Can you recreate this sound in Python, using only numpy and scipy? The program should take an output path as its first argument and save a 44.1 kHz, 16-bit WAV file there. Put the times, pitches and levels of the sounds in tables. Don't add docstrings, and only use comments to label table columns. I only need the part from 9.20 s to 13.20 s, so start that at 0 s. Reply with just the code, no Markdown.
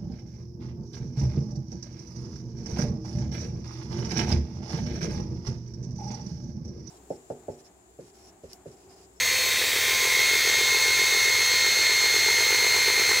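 import sys
import numpy as np
from scipy import signal
from scipy.fft import rfft, irfft, next_fast_len
from scipy.io import wavfile
from scipy.ndimage import map_coordinates

SR = 44100
rng = np.random.default_rng(int(sys.argv[2]) if len(sys.argv) > 2 else 0)


def generate_wav(signal):
    frames = np.transpose(np.atleast_2d(signal))
    scaled = np.clip(frames, -1, 1) * 32767
    pcm = np.round(scaled).astype(np.int16)
    wavfile.write(sys.argv[1], SR, pcm)


N = 176400

# (time [s], speed [turns/s])
MOTOR_SPEED = [(0, 74.33), (0.4, 74.29), (0.8, 74.21), (1.3, 74.06), (1.9, 73.97), (2.4, 73.84),
               (2.7, 73.7), (3.2, 73.63), (3.6, 73.42), (4, 73.35)]
# (time [s], main tone [dB], tone twice as high [dB], three times as high [dB])
WHINE_LEVELS = [(0, -35, -33, -30.5), (.23, -43, -29.5, -35), (.5, -38, -40, -45), (.72, -30, -38, -36),
                (.83, -30, -34, -32), (.91, -27, -41, -39), (1.02, -25, -31, -32.5), (1.14, -25, -33, -33),
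                (1.22, -29, -32, -32.5), (1.4, -26, -30.5, -32.5), (2, -25.5, -30, -32.5),
                (2.35, -27, -26.5, -31.8), (3.2, -26.3, -27.3, -31.8), (4, -27.5, -27.3, -33.5)]
# (pitch [times the motor speed], level [dB])
STRONG_BUZZ = [(24, -43.5), (25, -41.5), (27, -43.5), (28, -41), (30, -46), (32, -41.5), (33, -46),
               (35, -52), (36, -56), (42, -46.5), (52, -47.5), (54, -47.5), (56, -52), (57, -60),
               (59, -44.5), (61, -47), (62, -49), (63, -48), (66, -61), (84, -51), (86, -54), (90, -68),
               (97, -65), (111, -61), (112, -53), (116, -64), (119, -54), (120, -55), (122, -72),
               (145, -58.5), (174, -66), (191, -60), (203, -55)]
# (frequency [Hz], level of each [dB])
WEAK_BUZZ = [(1400, -69), (2000, -53), (3000, -60), (4500, -67), (5400, -61), (6300, -54.5), (7700, -54),
             (8800, -65), (10000, -62.5), (15500, -68.5)]
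# (time [s], gain [dB])
BUZZ_GAIN = [(0, 1), (.6, 1), (1.2, 0.5), (2, -2.5), (3, 0), (4, 0)]
# (time [s], speed [turns/s])
GEAR_SPEED = [(0, 82.08), (0.6, 82.02), (1.3, 81.3), (2, 81.12), (2.4, 80.68), (2.7, 80.23), (3.2, 80.02),
              (3.6, 79.19), (4, 79.04)]
# (pitch [times the gear speed], level [dB])
GEAR_TONES = [(19, -52.5), (23, -60.5), (27, -52), (29, -46.5), (32, -50.5), (40, -43.5), (43, -47.5),
              (44, -43), (45, -47.5), (46, -41), (48, -85), (49, -53.5), (51, -43), (53, -50.5),
              (72, -55.5), (95, -58)]
# (time [s], gain [dB])
GEAR_GAIN = [(0, 0.5), (.6, 3), (1.3, 2), (2, 2.5), (2.6, -1), (4, -5.5)]
# (pitch [times the drone's lowest], level [dB])
DRONE_TONES = [(1, -50.5), (2, -46.5), (3, -56.5), (4, -40), (5, -48)]
# (frequency [Hz], top facing us [dB per Hz], back facing us [dB per Hz])
SHELL_NOISE = [(201, -81, -83), (343, -74.5, -78), (418, -75.5, -72.5), (503, -61.5, -68),
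               (574, -76, -80.5), (649, -66, -68.5), (690, -75, -78.5), (884, -72, -68.5),
               (1055, -71.5, -76), (1360, -71.5, -67.5), (1544, -66, -68), (1920, -60.5, -61.5),
               (1990, -55.5, -62.5), (2320, -62.5, -65), (2600, -61.5, -66.5), (2950, -70.5, -70),
               (3450, -63.5, -67), (4000, -66.5, -62), (4250, -72, -67.5), (4680, -65.5, -64),
               (4940, -67, -69), (6050, -67, -66.5), (6450, -66.5, -66), (6930, -85, -87.5),
               (7270, -70, -66.5), (7760, -68, -68), (7950, -75.5, -78.5), (9100, -72, -76.5),
               (10000, -76.5, -78.5), (10900, -77.5, -74), (12000, -72.5, -81.5), (13300, -77, -77),
               (14000, -73, -77), (14500, -75, -77), (15000, -71, -75), (15800, -76, -76)]
THROB = [(1, 0.12), (2, 0.017), (3, 0.052), (4, .11), (5, 0.045)]
# (time [s], gain [dB])
RATTLE_GAIN = [(0, -1.5), (.6, 0), (1, 1), (1.6, 1), (2.5, 1.3), (3.2, 1), (4, .8)]
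# (time [s], gain [dB])
FIZZ_GAIN = [(0, -3.5), (.2, -1.2), (.45, 0), (.8, .5), (1.3, -0.3), (2, 0.5), (2.7, -2), (3.3, -0.5),
             (4, -.3)]
# (frequency [Hz], width [Hz], level [dB per Hz])
RINGS = [(2580, 42, -62), (3746, 39, -60.5), (5680, 48, -69), (6110, 50, -61.5), (7800, 130, -68.5),
         (8300, 36, -76), (8950, 37, -72.5), (9070, 66, -70.5), (9760, 50, -72), (10430, 50, -73),
         (10740, 53, -71.5), (11150, 62, -75), (12550, 60, -74), (13000, 40, -73), (13170, 40, -74),
         (14080, 160, -75), (14630, 50, -72), (15000, 150, -71)]
# (time [s], level [dB])
KNOCK_LEVEL = [(0, -45), (.25, -33), (.55, -30.5), (.85, -27.5), (1, -30), (1.3, -25), (1.7, -27.5),
               (1.95, -26.5), (2.15, -29.5), (2.7, -30.5), (2.95, -27.5), (3.25, -25), (3.45, -25.5),
               (4, -25.5)]
TOOTH_GAIN = [0, -3, -14, -8, -14, -2.5]
# (frequency [Hz], level [dB per Hz])
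SCRAPE_NOISE = [(300, -74.5), (640, -66), (760, -63.5), (900, -56.5), (1120, -63), (1400, -60.5),
                (2000, -58), (3000, -71), (8000, -76.5)]
# (time [s], gain [dB])
SCRAPE_GAIN = [(0, 0), (1, -4.5), (1.7, -4.5), (2.6, -6.5), (3.2, -0.5), (3.5, -1), (3.9, 1)]
# (time [s], extra path [m])
BOUNCE_PATH = [(0, 0.095), (.3, 0.091), (.6, 0.154), (1, 0.186), (1.5, 0.229), (4, 0.19)]
# (frequency [Hz], level [dB per Hz])
ROOM_NOISE = [(20, -96), (32, -94), (45, -79), (70, -78.5), (120, -80.5), (200, -79.5), (300, -86.5),
              (1000, -86), (16000, -105)]
# (frequency [Hz], level [dB])
ROOM_HUM = [(99.5, -53.5), (84, -63)]

PINION_TEETH, DRONE_CYCLES_PER_TURN = 29, 6.346
TURN_START_S, TURN_END_S = 0.32, 1.5
FIZZ_HZ, FIZZ_THROB = 7800, .8
SPROCKET_START, SPROCKET_SPEED, SPROCKET_SPEEDUP = .2327, 6.5259, .5509


def pinion_whine(shaft, rough=.15, rough_hz=35):
    return sum(amp(curve(WHINE_LEVELS, column=k)) * (1 + rough * wander(rough_hz))
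               * tone(k * PINION_TEETH * shaft) for k in (1, 2, 3))


def motor_buzz(shaft, scatter_db=3, size=8192):
    multiples = np.arange(19, 213)
    level_db = spectrum(WEAK_BUZZ, multiples * MOTOR_SPEED[0][1])
    level_db += scatter_db * rng.standard_normal(len(multiples))
    tones = np.zeros(size // 2 + 1, complex)
    tones[multiples] = amp(level_db) * np.exp(2j * np.pi * rng.random(len(multiples)))
    tones[[round(k) for k, _ in STRONG_BUZZ]] = 0
    one_turn = irfft(tones) * size / np.sqrt(2)
    weak = np.interp(shaft / (2 * np.pi) % 1 * size, np.arange(size), one_turn)
    strong = shaft_tones(shaft, STRONG_BUZZ, rough=.25, rough_hz=5)
    return amp(curve(BUZZ_GAIN)) * (weak + strong)


def second_gear():
    shaft = shaft_angle(GEAR_SPEED, drift=.0008, drift_hz=6, flutter=.0015, flutter_hz=70)
    whirr = amp(curve(GEAR_GAIN)) * shaft_tones(shaft, GEAR_TONES, rough=.25, rough_hz=24.5)
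    drone = shaft_tones(DRONE_CYCLES_PER_TURN * shaft, DRONE_TONES, rough=.17, rough_hz=9.6)
    return whirr + drone


def shell_rattle(shaft, grain_db=.22, grain_hz=200):
    turned = np.clip((np.arange(N) / SR - TURN_START_S) / (TURN_END_S - TURN_START_S), 0, 1)
    top, back = hiss(SHELL_NOISE, column=1), hiss(SHELL_NOISE, column=2)
    noise = np.sqrt(1 - turned) * top + np.sqrt(turned) * back
    treble = irfft(rfft(noise) * (np.fft.rfftfreq(N, 1 / SR) > FIZZ_HZ), N)
    throb = sum(depth * tone(round(k) * shaft) for k, depth in THROB) / np.sqrt(2)
    rattle = (noise - treble) * (1 + throb) * amp(curve(RATTLE_GAIN) + grain_db * wander(grain_hz))
    fizz = treble * (1 + FIZZ_THROB * throb) * amp(curve(FIZZ_GAIN))
    return rattle + with_table_bounce(fizz)


def ringing_parts():
    hz = np.fft.rfftfreq(N, 1 / SR)
    power = sum(amp(db) ** 2 / (1 + (2 * (hz - centre) / width) ** 4) for centre, width, db in RINGS)
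    return shaped_noise(np.sqrt(power))


def sprocket_knocks(knock_hz=423, knock_s=.0028, scrape_s=.004, scatter_db=1.0):
    t = np.arange(N) / SR
    turns = SPROCKET_START + SPROCKET_SPEED * t + SPROCKET_SPEEDUP * t ** 2 / 2
    tooth = np.floor(len(TOOTH_GAIN) * turns).astype(int)
    level_db, knocks, contact = curve(KNOCK_LEVEL), np.zeros(N), np.zeros(N)
    for hit in np.flatnonzero(np.diff(tooth)) + 1:
        near = slice(max(hit - 800, 0), hit + 800)
        offset_s = t[near] - t[hit]
        tooth_db = TOOTH_GAIN[tooth[hit] % len(TOOTH_GAIN)]
        force = amp(level_db[hit] + tooth_db + scatter_db * rng.standard_normal())
        hollow_tone = np.cos(2 * np.pi * (knock_hz * offset_s + rng.random()))
        knocks[near] += force * np.exp(-.5 * (offset_s / knock_s) ** 2) * hollow_tone
        contact[near] += force * np.exp(-.5 * (offset_s / scrape_s) ** 2)
    scrape = contact / amp(level_db.max()) * amp(curve(SCRAPE_GAIN)) * hiss(SCRAPE_NOISE)
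    return knocks + scrape


def with_table_bounce(sound, bounce_db=-16, sound_m_per_s=343):
    late = np.arange(N) - curve(BOUNCE_PATH) / sound_m_per_s * SR
    return sound + amp(bounce_db) * map_coordinates(sound, [late], order=3)


def room():
    t = np.arange(N) / SR
    return hiss(ROOM_NOISE) + sum(amp(db) * tone(2 * np.pi * hz * t) for hz, db in ROOM_HUM)


def shaft_angle(speeds, drift, drift_hz, flutter, flutter_hz):
    speed = curve(speeds) * (1 + drift * wander(drift_hz) + flutter * wander(flutter_hz))
    return 2 * np.pi * np.cumsum(speed) / SR


def shaft_tones(shaft, rows, rough, rough_hz, swell=.35, swell_hz=1.3):
    return sum(amp(db) * (1 + swell * wander(swell_hz) + rough * wander(rough_hz))
               * tone(round(k) * shaft) for k, db in rows)


def tone(phase):
    turns = phase / (2 * np.pi) + rng.random()
    return np.sqrt(2) * np.cos((2 * np.pi * (turns % 1)).astype(np.float32))


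def wander(rate_hz, step=64):
    count = next_fast_len(N // step + 2, True)
    hz = np.fft.rfftfreq(count, step / SR)
    points = irfft(rfft(rng.standard_normal(count)) / np.sqrt(1 + (hz / rate_hz) ** 4), count)
    return np.interp(np.arange(N) / step, np.arange(count), points / points.std())


def hiss(rows, column=1):
    return shaped_noise(amp(spectrum(rows, np.fft.rfftfreq(N, 1 / SR), column)))


def shaped_noise(gain):
    return irfft(rfft(rng.standard_normal(N)) * gain, N) * np.sqrt(SR / 2)


def spectrum(rows, hz, column=1):
    rows = np.array(rows, float)
    return np.interp(np.log(hz + 1), np.log(rows[:, 0] + 1), rows[:, column])


def curve(rows, column=1):
    rows = np.array(rows, float)
    return np.interp(np.arange(N) / SR, rows[:, 0], rows[:, column])


def amp(db):
    return 10 ** (np.asarray(db) / 20)


def scene():
    shaft = shaft_angle(MOTOR_SPEED, drift=.0004, drift_hz=8, flutter=.0006, flutter_hz=90)
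    gears = pinion_whine(shaft) + motor_buzz(shaft) + second_gear()
    clatter = shell_rattle(shaft) + with_table_bounce(ringing_parts()) + sprocket_knocks()
    mix = gears + clatter + room()
    return np.array([mix, mix])


def record(dry):
    low_pass = signal.firwin(801, 15800, window=("kaiser", 9), fs=SR)
    return signal.oaconvolve(dry, low_pass[None], "same")


dry = scene()
out = record(dry)
generate_wav(out)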